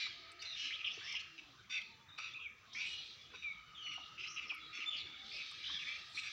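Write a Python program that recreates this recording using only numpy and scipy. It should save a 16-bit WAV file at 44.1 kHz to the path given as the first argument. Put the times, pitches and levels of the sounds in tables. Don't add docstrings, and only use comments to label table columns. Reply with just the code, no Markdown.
import sys
import numpy as np
from scipy import signal
from scipy.io import wavfile

SR = 44100
rng = np.random.default_rng(int(sys.argv[2]) if len(sys.argv) > 2 else 0)


def log_audio(samples):
    frames = np.atleast_2d(samples).T
    limited = np.clip(frames, -1, 1)
    pcm = np.round(limited * 32767).astype(np.int16)
    wavfile.write(sys.argv[1], SR, pcm)


N = 278698
TIME = np.arange(N) / SR

ATTACK_S, ATTACK_SHARE, RELEASE_S = 0.0024, 0.042, .005
FLUTTER_JITTER = 0.25
CALL_ARCH = .035


def from_db(db):
    return np.exp(np.asarray(db) * (np.log(10) / 20))


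def rms_one(x):
    return x / np.sqrt(np.mean(x ** 2) + 1e-20)


def in_time(rows):
    s, *columns = np.transpose(rows)
    return [np.interp(TIME, s, c) for c in columns]


def add(out, start, sound):
    at = int(round(start * SR))
    first, last = max(at, 0), min(at + len(sound), N)
    if last > first:
        out[first:last] += sound[first - at:last - at]


def wander(rate, count):
    position = np.arange(count) * (rate / SR)
    return 1.22 * np.interp(position, np.arange(4096), rng.standard_normal(4096))


def turns(hz):
    return 2 * np.pi * np.cumsum(hz) / SR


def glide(count, first, middle, last):
    return np.polyval(np.polyfit([0, .5, 1], [first, middle, last], 2), np.linspace(0, 1, count))


def slide(count, hz, slide_hz, arch):
    ends = hz * (1 - arch)
    return glide(count, ends - slide_hz / 2, hz, ends + slide_hz / 2)


def swell(count, loudest, edge_db):
    u, length = np.linspace(0, 1, count), count / SR
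    attack = ATTACK_S + ATTACK_SHARE * length
    opening = np.clip(np.minimum(u / attack, (1 - u) / RELEASE_S) * length, 0, 1)
    peak = np.clip(loudest, .05, .95)
    return opening * from_db(np.interp(u, [0, peak, 1], [edge_db, 0, edge_db]))


def resonate(x, hz, width_hz):
    r = np.exp(-np.pi * width_hz / SR)
    feedback = [1, -2 * r * np.cos(2 * np.pi * hz / SR), r * r]
    return signal.lfilter(np.array([1, 0, -1]) * (1 - r * r) / 2, feedback, x)


def resonate_twice(x, hz, width_hz):
    return resonate(resonate(x, hz, width_hz), hz, width_hz)


def low_pass(x, hz, order=2):
    return signal.sosfilt(signal.butter(order, min(hz, SR / 2 - 1), fs=SR, output="sos"), x)


def banded_noise(spectrum, patchy_db, rate):
    out, edges = 0, 25 * 2 ** (np.arange(29) / 3)
    white, (hz, db) = rng.standard_normal((2, N)), np.transpose(spectrum)
    for k, (low, high) in enumerate(zip(edges, edges[1:])):
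        if high > hz[0] and low < hz[-1]:
            level = np.interp(np.log(low * high) / 2, np.log(hz), db)
            band_filter = signal.butter(3, [low, high], "band", fs=SR, output="sos")
            band = signal.sosfilt(band_filter, white[k % 2])
            out = out + band * from_db(level + patchy_db * wander(rate, N))
    return rms_one(out)


def yard(x, t60, echo_db):
    t = TIME[:SR]
    sparse = rng.standard_normal(SR) * (rng.random(SR) < .06)
    echoes = low_pass(sparse * from_db(-60 * t / t60) * (t > .004), 7700)
    ground = 0.17 * np.interp(TIME - .0034, TIME, x, left=0)
    tail = signal.fftconvolve(x, echoes / np.linalg.norm(echoes))[:N]
    return x + ground + from_db(echo_db) * tail


# (pitch [Hz], relative level per Hz [dB])
AIR_SPECTRUM = [(25, -26), (45, -12.5), (65, 0), (130, -1.5), (230, -9), (340, -6), (520, -14), (900, -12),
                (1600, -10), (3000, -15.5), (4500, -40)]
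# (pitch [Hz], relative level [dB])
INSECT_BANDS = [(5520, -4.5), (6080, 0), (7020, -5.5)]
TOP_HISS_HZ, TOP_HISS_WIDTH_HZ, TOP_HISS_DB = 15500, 1300, -91


def stillness():
    air = from_db(-67.5) * banded_noise(AIR_SPECTRUM, patchy_db=5.0, rate=20)
    white = rng.standard_normal((2, N))
    insects = rms_one(sum(from_db(db) * resonate_twice(white[0], hz, 380) for hz, db in INSECT_BANDS))
    top = rms_one(resonate_twice(white[0], TOP_HISS_HZ, TOP_HISS_WIDTH_HZ))
    return air + from_db(-79.5) * insects + from_db(-89.0) * white[1] + from_db(TOP_HISS_DB) * top


def far_chirps(count):
    out = np.zeros(N)
    for when, size, height, slope, strength in rng.random((count, 5)):
        length = int((.04 + .09 * size) * SR)
        hz = 2250 + 1900 * height ** 1.5
        arc = glide(length, hz * (.92 + .2 * slope), hz, hz * .96)
        phase = turns(arc * (1 + .012 * wander(500, length)))
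        tone = np.sin(phase) + .15 * np.sin(2 * phase)
        add(out, when * N / SR, from_db(6 * strength) * swell(length, .4, edge_db=-10) * tone)
    return rms_one(low_pass(out, 6500, order=8))


def blurred_tone(hz, width_hz):
    fading = wander(width_hz, N) + 1j * wander(width_hz, N)
    phase = turns(hz * (1 + .011 * wander(9, N)))
    return rms_one(np.real(fading * np.exp(1j * phase)))


# (time [s], chatter level [dB], hiss level [dB])
FLOCK_LEVELS = [(0.0, -44, -36), (0.21, -54.5, -81), (0.46, -56.5, -53), (0.63, -49.5, -47),
                (.8, -52.5, -59), (1.07, -54, -49), (1.23, -53, -63), (1.49, -66.5, -57.5),
                (2.16, -65, -77), (2.31, -52, -74), (2.46, -75, -75.5), (2.72, -63, -58.5),
                (2.94, -56.5, -47.5), (3.13, -58, -54), (3.7, -62, -69), (4.03, -61.5, -52.5),
                (4.66, -54, -81), (5.3, -55, -50), (5.72, -46.5, -43), (6.12, -54, -50), (6.32, -50, -46)]
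CHATTER_DB, HISS_DB = -3, -8
# (pitch [Hz], relative level per Hz [dB])
CHATTER_SPECTRUM = [(900, -40.5), (1500, -8.5), (1850, 5.5), (2300, 6), (3000, 3.5), (3700, -9), (4600, 3),
                    (7000, -54.5)]
HISS_SPECTRUM = [(2700, -11), (3900, 17.5), (4700, 2), (5600, -0.5), (6300, -9), (7200, -30), (8200, -29)]
# (time [s], level [dB])
WHINE_LEVELS = [(0.0, -72.5), (0.45, -65.5), (0.58, -71), (0.84, -63.5), (1.28, -73.5), (1.94, -76.5),
                (3.2, -71.5), (3.7, -62), (4.1, -61), (4.9, -62), (5.12, -72.5), (6.32, -62.5)]
WHINE_HZ, WHINE_SKIRT_HZ = 1254.5, 1378
WHINE_EVEN_DB = -51
# (start [s], length [s], pitch [Hz], slide [Hz], middle level [dB])
FAR_CALL_NOTES = [(0.047, 0.57, 681, -10.5, -71), (1.231, 0.4, 299.4, -120, -68.5),
                  (1.758, 0.45, 898, -38, -71.5), (2.598, 0.27, 1054, -89, -68.5),
                  (4.181, 1, 314.3, -4.5, -70.5), (5.115, 0.28, 783, 71, -73.5)]


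def distance():
    chatter_db, hiss_db = in_time(FLOCK_LEVELS)
    blur = banded_noise(CHATTER_SPECTRUM, patchy_db=2, rate=25)
    chirps = rms_one(yard(far_chirps(count=170), t60=.5, echo_db=-3))
    out = from_db(chatter_db + CHATTER_DB) * (.6 * blur + .75 * chirps)
    out += from_db(hiss_db + HISS_DB) * banded_noise(HISS_SPECTRUM, patchy_db=2.2, rate=30)
    whine = from_db(in_time(WHINE_LEVELS)[0])
    skirt = whine / from_db(WHINE_EVEN_DB)
    out += whine * (blurred_tone(WHINE_HZ, 140) + skirt * blurred_tone(WHINE_SKIRT_HZ, 220))
    for start, length, hz, slide_hz, db in FAR_CALL_NOTES:
        count = int(length * SR)
        tone = np.sin(turns(slide(count, hz, slide_hz, 0) * (1 + .025 * wander(120, count))))
        add(out, start, from_db(db + 3 * wander(40, count)) * np.hanning(count) ** .5 * tone)
    return out


# (time [s], peak level [dB], ring pitch [Hz])
TICK_EVENTS = [(0.3172, -55.5, 8040), (0.4215, -45, 5200), (1.1246, -40, 4940), (1.815, -40, 3250),
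               (2.186, -40.5, 4560), (2.735, -51, 4870), (3.94, -62, 8940), (4.5463, -54, 10600),
               (5.512, -53.5, 7640)]
TICK_WIDTH = 0.32
# (time [s], peak level before a lift of 4.5 dB [dB], mouth resonance [Hz])
SMACK_EVENTS = [(0.065, -51, 1240), (0.974, -55.5, 383), (1.138, -59, 1056), (2.183, -48.5, 1280),
                (3.335, -59, 1010), (3.977, -51, 840), (4.514, -50.5, 1154), (4.787, -59.5, 323),
                (5.512, -58, 1170), (5.692, -53, 1130)]
# (time of the peak [s], middle level [dB])
RUSTLE_EVENTS = [(2.88, -72), (5.351, -79.5), (6.18, -65.5)]
RUSTLE_RISE_DB_PER_S, RUSTLE_FALL_DB_PER_S = 147, 59
# (pitch [Hz], relative level per Hz [dB])
GRASS_SPECTRUM = [(4000, -2.5), (6000, -12.5), (7800, 16.5), (9500, -11.5), (11500, -18)]


def feeding():
    out, t = np.zeros(N), TIME[:SR // 10]
    for s, db, hz in TICK_EVENTS:
        crack = rng.standard_normal(len(t)) * np.exp(-t / 0.0048)
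        tick = resonate_twice(crack, hz, TICK_WIDTH * hz)
        add(out, s, from_db(db) * tick / np.abs(tick).max())
    for s, db, hz in SMACK_EVENTS:
        burst = rng.standard_normal(len(t)) * np.exp(-t / 0.014)
        smack = low_pass(resonate(burst, hz, 110), 2700)
        add(out, s, from_db(db + 4.5) * smack / np.abs(smack).max())
    shifts = 0
    for s, db in RUSTLE_EVENTS:
        below_peak_db = np.maximum(RUSTLE_RISE_DB_PER_S * (s - TIME), RUSTLE_FALL_DB_PER_S * (TIME - s))
        shifts = shifts + from_db(db - below_peak_db)
    stirring = shifts * from_db(2.0 * wander(370, N))
    return out + stirring * banded_noise(GRASS_SPECTRUM, patchy_db=3.0, rate=30)


# (start [s], length [s], centre [Hz], slide [Hz], width [Hz], level [dB])
SCOLD_CALLS = [(-.1, 0.43, 4197, -200, 1130, -58), (0.569, 0.11, 5400, 5, 1190, -54),
               (0.86, 0.032, 5220, -700, 400, -57.5), (0.906, 0.064, 5820, 1588, 506, -59.5),
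               (1.035, 0.14, 5340, -7, 650, -53.5), (1.775, 0.18, 4300, -200, 700, -63),
               (2.728, 0.13, 5160, -300, 1860, -55), (2.791, 0.26, 3670, 454, 1220, -50.5),
               (3.018, 0.14, 4040, -100, 895, -55), (4.193, 0.059, 5220, 4, 705, -59),
               (4.267, .07, 5750, 1203.5, 653, -52.5), (4.332, 0.053, 5760, -900, 650, -57.5),
               (4.463, 0.08, 5280, -500, 503, -61), (5.309, 0.069, 4930, 392, 500, -51.5),
               (5.236, 0.32, 3964, 100, 1220, -53), (4.741, 0.057, 6140, 5, 350, -62.5)]
SCOLD_LOUDEST, SCOLD_FLUTTER_HZ, SCOLD_CHOP = 0.36, 277.8, 0.62


def scolds():
    out = np.zeros(N)
    for start, length, hz, slide_hz, width_hz, db in SCOLD_CALLS:
        count = int(length * SR)
        jet = low_pass(rng.standard_normal((2, SR)), width_hz / 2)[:, -count:]
        phase = turns(slide(count, hz, slide_hz, CALL_ARCH))
        flutter = turns(SCOLD_FLUTTER_HZ * (1 + FLUTTER_JITTER * wander(SCOLD_FLUTTER_HZ, count)))
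        gate = 1 + SCOLD_CHOP * np.cos(flutter)
        hiss = rms_one(gate * (jet[0] * np.cos(phase) + jet[1] * np.sin(phase)))
        add(out, start, from_db(db) * swell(count, SCOLD_LOUDEST, edge_db=-4.0) * hiss)
    return out


# (start [s], length [s], pitch [Hz], slide [Hz], level [dB], remoteness [0-1])
WHISTLE_CALLS = [ (2.081, 0.1, 3710, 60.5, -61, 1), (2.335, 0.013, 3550, 54, -47, 0.2),
                 (2.443, 0.036, 2358, -480, -45, 0), (2.855, 0.16, 2913, -6.5, -51, 0.16),
                 (3.328, 0.21, 3737, -58, -59.5, 0.92), (3.356, 0.085, 5880, -250, -72, 1),
                 (3.822, 0.12, 4350, -86.5, -62.5, 0.9), (3.439, 0.091, 2296, -250, -44, 0.22),
                 (3.747, 0.083, 3244, -620, -52.5, 1), (3.822, 0.15, 2911, -160, -47.5, 0.72),
                 (4.501, 0.022, 2450, -300, -38, 0.03), (4.519, 0.074, 2248, -300, -53, 0.35),
                 (4.598, 0.13, 3863, -37, -59, 0.5), (4.858, 0.041, 3523, 28, -40.5, 0.2),
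                 (4.901, 0.092, 3394, -62, -45, 0.7), (4.99, 0.35, 3470, -2, -59.5, 0.9)]
# (pitch of the whistle [Hz], level [dB])
OCTAVE_LEVELS = [(2400, -39.5), (2900, -16), (3600, -23)]
WHISTLE_SAG, WHISTLE_LOUDEST = 0.008, 0.32
WHISTLE_WAVER, WHISTLE_FLICKER_DB = 0.028, -1


def whistles():
    near, far = np.zeros((2, N))
    for start, length, hz, slide_hz, db, remote in WHISTLE_CALLS:
        count, remote = int(length * SR), np.clip(remote, 0, 1)
        waver = 1 + remote * WHISTLE_WAVER * wander(492.7, count)
        phase = turns(slide(count, hz, slide_hz, -WHISTLE_SAG) * waver)
        octave_db = np.interp(hz, *np.transpose(OCTAVE_LEVELS))
        flicker = from_db((2.5 + remote * WHISTLE_FLICKER_DB) * wander(147, count))
        tone = (np.sin(phase) + from_db(octave_db) * np.sin(2 * phase)) * flicker
        note = from_db(db) * swell(count, WHISTLE_LOUDEST, edge_db=-2.0) * rms_one(tone)
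        add(near, start, (1 - remote) * note)
        add(far, start, remote * note)
    return near, far


# (start [s], length [s], pitch [Hz], slide [Hz], level [dB],
#           swings a second [Hz], swing [Hz], cracked side tones [dB])
WARBLE_CALLS = [(0.389, 0.046, 4640, 895, -52, 330, 300, -28),
                (0.449, 0.11, 3940, -480, -46, 180, 150, -18.5),
                (1.072, 0.083, 2252, -82, -46.5, 77, 129, -23.5),
                (1.736, 0.061, 2482, -250, -40, 118, 200, -28), (2.197, 0.089, 2636, 4, -48, 109, 210, -10),
                (2.342, 0.042, 2557, 0, -45.5, 104, 90, -20),
                (2.391, .055, 2620, 50, -49.5, 81.4, 149, -24),
                (5.637, 0.07, 3396, 189, -45.5, 54, 417, -19),
                (5.697, 0.086, 3570, -150, -43.5, 98, 230, -15)]
WARBLE_ARCH, WARBLE_LOUDEST = 0.0305, .62
WARBLE_THROB = 0.16
WARBLE_LOWER_DB = -1.5


def warbles():
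    out = np.zeros(N)
    for start, length, hz, slide_hz, db, rate, swing_hz, cracked_db in WARBLE_CALLS:
        count = int(length * SR)
        swing = np.cos(turns(rate * (1 + 0.084 * wander(rate, count))))
        arc = slide(count, hz, slide_hz, WARBLE_ARCH) * (1 + 0.018 * wander(893, count))
        phase = turns(arc + swing_hz * swing)
        cracks = np.sin(phase + phase / 2) + from_db(WARBLE_LOWER_DB) * np.sin(phase / 2)
        cracks = cracks * (1 + 0.33 * wander(700, count))
        tone = (1 - WARBLE_THROB * swing) * (np.sin(phase) + from_db(cracked_db) * cracks)
        add(out, start, from_db(db) * swell(count, WARBLE_LOUDEST, edge_db=-3) * rms_one(tone))
    return out


# (start [s], length [s], pitch [Hz], slide [Hz], tone level [dB],
#                 harshness against the tone, before the trims below [dB], loudest point [0-1])
RASP_CALLS = [ (-.04, 0.12, 2420, -280, -44.5, -9, 0.4), (-.03, 0.11, 4000, -200, -42.5, -10.5, 0.6),
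              (0.415, 0.062, 2610, -150, -53, 3.5, 0), (0.555, 0.16, 2907, -150, -43, -4, 0.61),
              (0.703, 0.031, 2274, 501, -45, -7, 0.8), (0.724, 0.038, 3244, 611, -42.5, -18, 0.3),
              (0.788, 0.034, 2750, -350, -45.5, -15, 0.4), (0.841, 0.043, 2980, -350, -37, -36, 1),
              (0.881, 0.017, 2854, -200, -43, -27, 0.2), (0.897, 0.029, 3250, 700, -44.5, -18.5, 0.6),
              (.942, 0.12, 3166, 334, -55, -4.5, 0.5), (1.005, 0.079, 1790, 598, -55.5, 1.5, 0.77),
              (1.06, 0.086, 3140, -100, -48.5, -14, 0.4), (1.149, 0.03, 2840, -250, -39, -16.5, 0.4),
              (1.167, 0.027, 2750, -200, -49.5, -20, 0.2), (1.191, 0.029, 3005, 805, -51, 1, 0.2),
              (1.376, 0.028, 2710, -300, -50.5, -8, 0.4), (1.694, 0.099, 2565, -59, -47, 3, 0.26),
              (1.715, 0.082, 3560, -60, -49.5, -31, 0.7), (2.175, 0.124, 2602, 50, -49.5, 1, 0),
              (2.391, 0.073, 3280, -200, -56.5, -31.5, 0.9), (2.746, 0.077, 2422, 436, -44, -5, 0.8),
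              (2.791, 0.087, 2545, -150, -41.5, -11.5, 0.3), (3.34, 0.027, 2554, -100, -53, -3.5, .6),
              (3.421, 0.021, 2580, -310, -48.5, -12, 0.3), (3.859, 0.026, 2370, -350, -48.5, -30, .25),
              (3.91, 0.036, 2440, -380, -49.5, -5, 0.2), (4.175, 0.072, 2796, 251, -47, -12, 0.37),
              (4.233, 0.0538, 2836, 363, -45.5, -7.5, 0), (4.36, .043, 2760, -200, -42, -14, 0.4),
              (4.405, 0.062, 2555, -450, -49.5, -6, 0.4), (4.492, 0.025, 2846, -400, -44, -17, 0.3),
              (4.725, 0.087, 2440, -100, -47, -2, 0.47), (4.801, 0.047, 2680, -550, -43.5, -10.5, 0),
              (4.902, 0.11, 2893, -550, -44.5, -22, 0.4), (4.963, 0.066, 4150, -1200, -47.5, -16, 0.6),
              (5.309, 0.12, 2528, 119, -45.5, -17, 1), (5.787, 0.054, 2620, -700, -47, -13, 0.4),
              (5.852, 0.12, 2337, 236, -44.5, -5.5, 0.26), (6.144, 0.061, 3980, -450, -48, -5.5, 0.4),
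              (6.17, 0.032, 2530, 499, -42, -8, 0.6), (6.228, 0.065, 2546, -8, -47, -1, 0.7)]
# (pitch [Hz], roughness [0-1])
ROUGHNESS_BY_PITCH = [(2300, 0.49), (2550, 0.51), (2850, 0.77), (3500, 0.55)]
# (order [steps], relative level [dB])
BUZZ_SIDE_BANDS = [(-1, -8.5), (1, 5), (2, -0.5), (3, -3.5), (4, -12.5)]
# (pitch [Hz], width [Hz], level [dB])
BEAK_RESONANCES = [(2300, 510, 8), (3470, 2400, -15), (5600, 9900, -10.5), (1676, 42, 6.5)]
FLUTTER_SHARE = .098
RASP_EDGE_DB, RASP_SWELL_DB_PER_S = 0, 52.5
BUZZ_DB, BREATH_DB = -3, -6.5
HARSH_FOLLOWS = 1.13


def rasps():
    out = np.zeros(N)
    for start, length, call_hz, slide_hz, db, harsh_db, loudest in RASP_CALLS:
        count, flutter_hz = int(length * SR), FLUTTER_SHARE * call_hz
        rough = np.clip(np.interp(call_hz, *np.transpose(ROUGHNESS_BY_PITCH)), 0, 1)
        beat = turns(flutter_hz * (1 + FLUTTER_JITTER * wander(flutter_hz, count)))
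        chop = 1 + min(.2 + rough, 1) * np.cos(beat)
        gate = chop * from_db(1.8 * wander(flutter_hz, count))
        bend = rough * (.12 * np.sin(beat) + .04 * wander(900, count))
        pitch = slide(count, call_hz, slide_hz, CALL_ARCH)
        phase, steadier = turns(pitch * (1 + bend)), turns(pitch * (1 + bend / 2))
        tone = rms_one(gate * (np.sin(phase) + from_db(-35.0) * np.sin(2 * phase)))
        second = turns(pitch * .41 * (1 + .035 * wander(1200, count)))
        bands = sum(from_db(g) * np.sin(steadier + round(k) * second) for k, g in BUZZ_SIDE_BANDS)
        buzz = rms_one(np.sqrt(gate) * bands)
        jet = gate * rng.standard_normal(SR)[:count]
        hiss = rms_one(sum(from_db(g) * resonate_twice(jet, hz, w) for hz, w, g in BEAK_RESONANCES))
        harsh = from_db(harsh_db) * (from_db(BUZZ_DB) * buzz + from_db(BREATH_DB) * hiss)
        effort = swell(count, loudest, edge_db=RASP_EDGE_DB - RASP_SWELL_DB_PER_S * length)
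        add(out, start, from_db(db) * (effort * tone + effort ** HARSH_FOLLOWS * harsh))
    return out


def scene():
    near, far = whistles()
    near_birds = yard(rasps() + warbles() + scolds() + near, t60=0.41, echo_db=-10.5)
    birds = near_birds + yard(far, t60=1.0, echo_db=-5.0)
    around = low_pass(birds, 6790, order=10) + distance()
    glances = 0
    for lag_s in (.0013, .0022):
        shifting_lag = lag_s * (1 + .1 * wander(2, N))
        glances = glances + np.interp(TIME - shifting_lag, TIME, around)
    return (.97 * around + .17 * glances + feeding() + stillness())[None]


# (pitch [Hz], width [Hz], level [dB])
MICROPHONE_PEAKS = [(4760, 1600, -2), (5400, 670, 3), (6660, 340, -20.5)]
CUTOFF_HZ = 15800


def record(dry):
    for hz, width_hz, db in MICROPHONE_PEAKS:
        dry = dry + (from_db(db) - 1) * resonate(dry, hz, width_hz)
    return signal.sosfilt(signal.ellip(10, .1, 80, CUTOFF_HZ, fs=SR, output="sos"), dry)


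dry = scene()
out = record(dry)
log_audio(out)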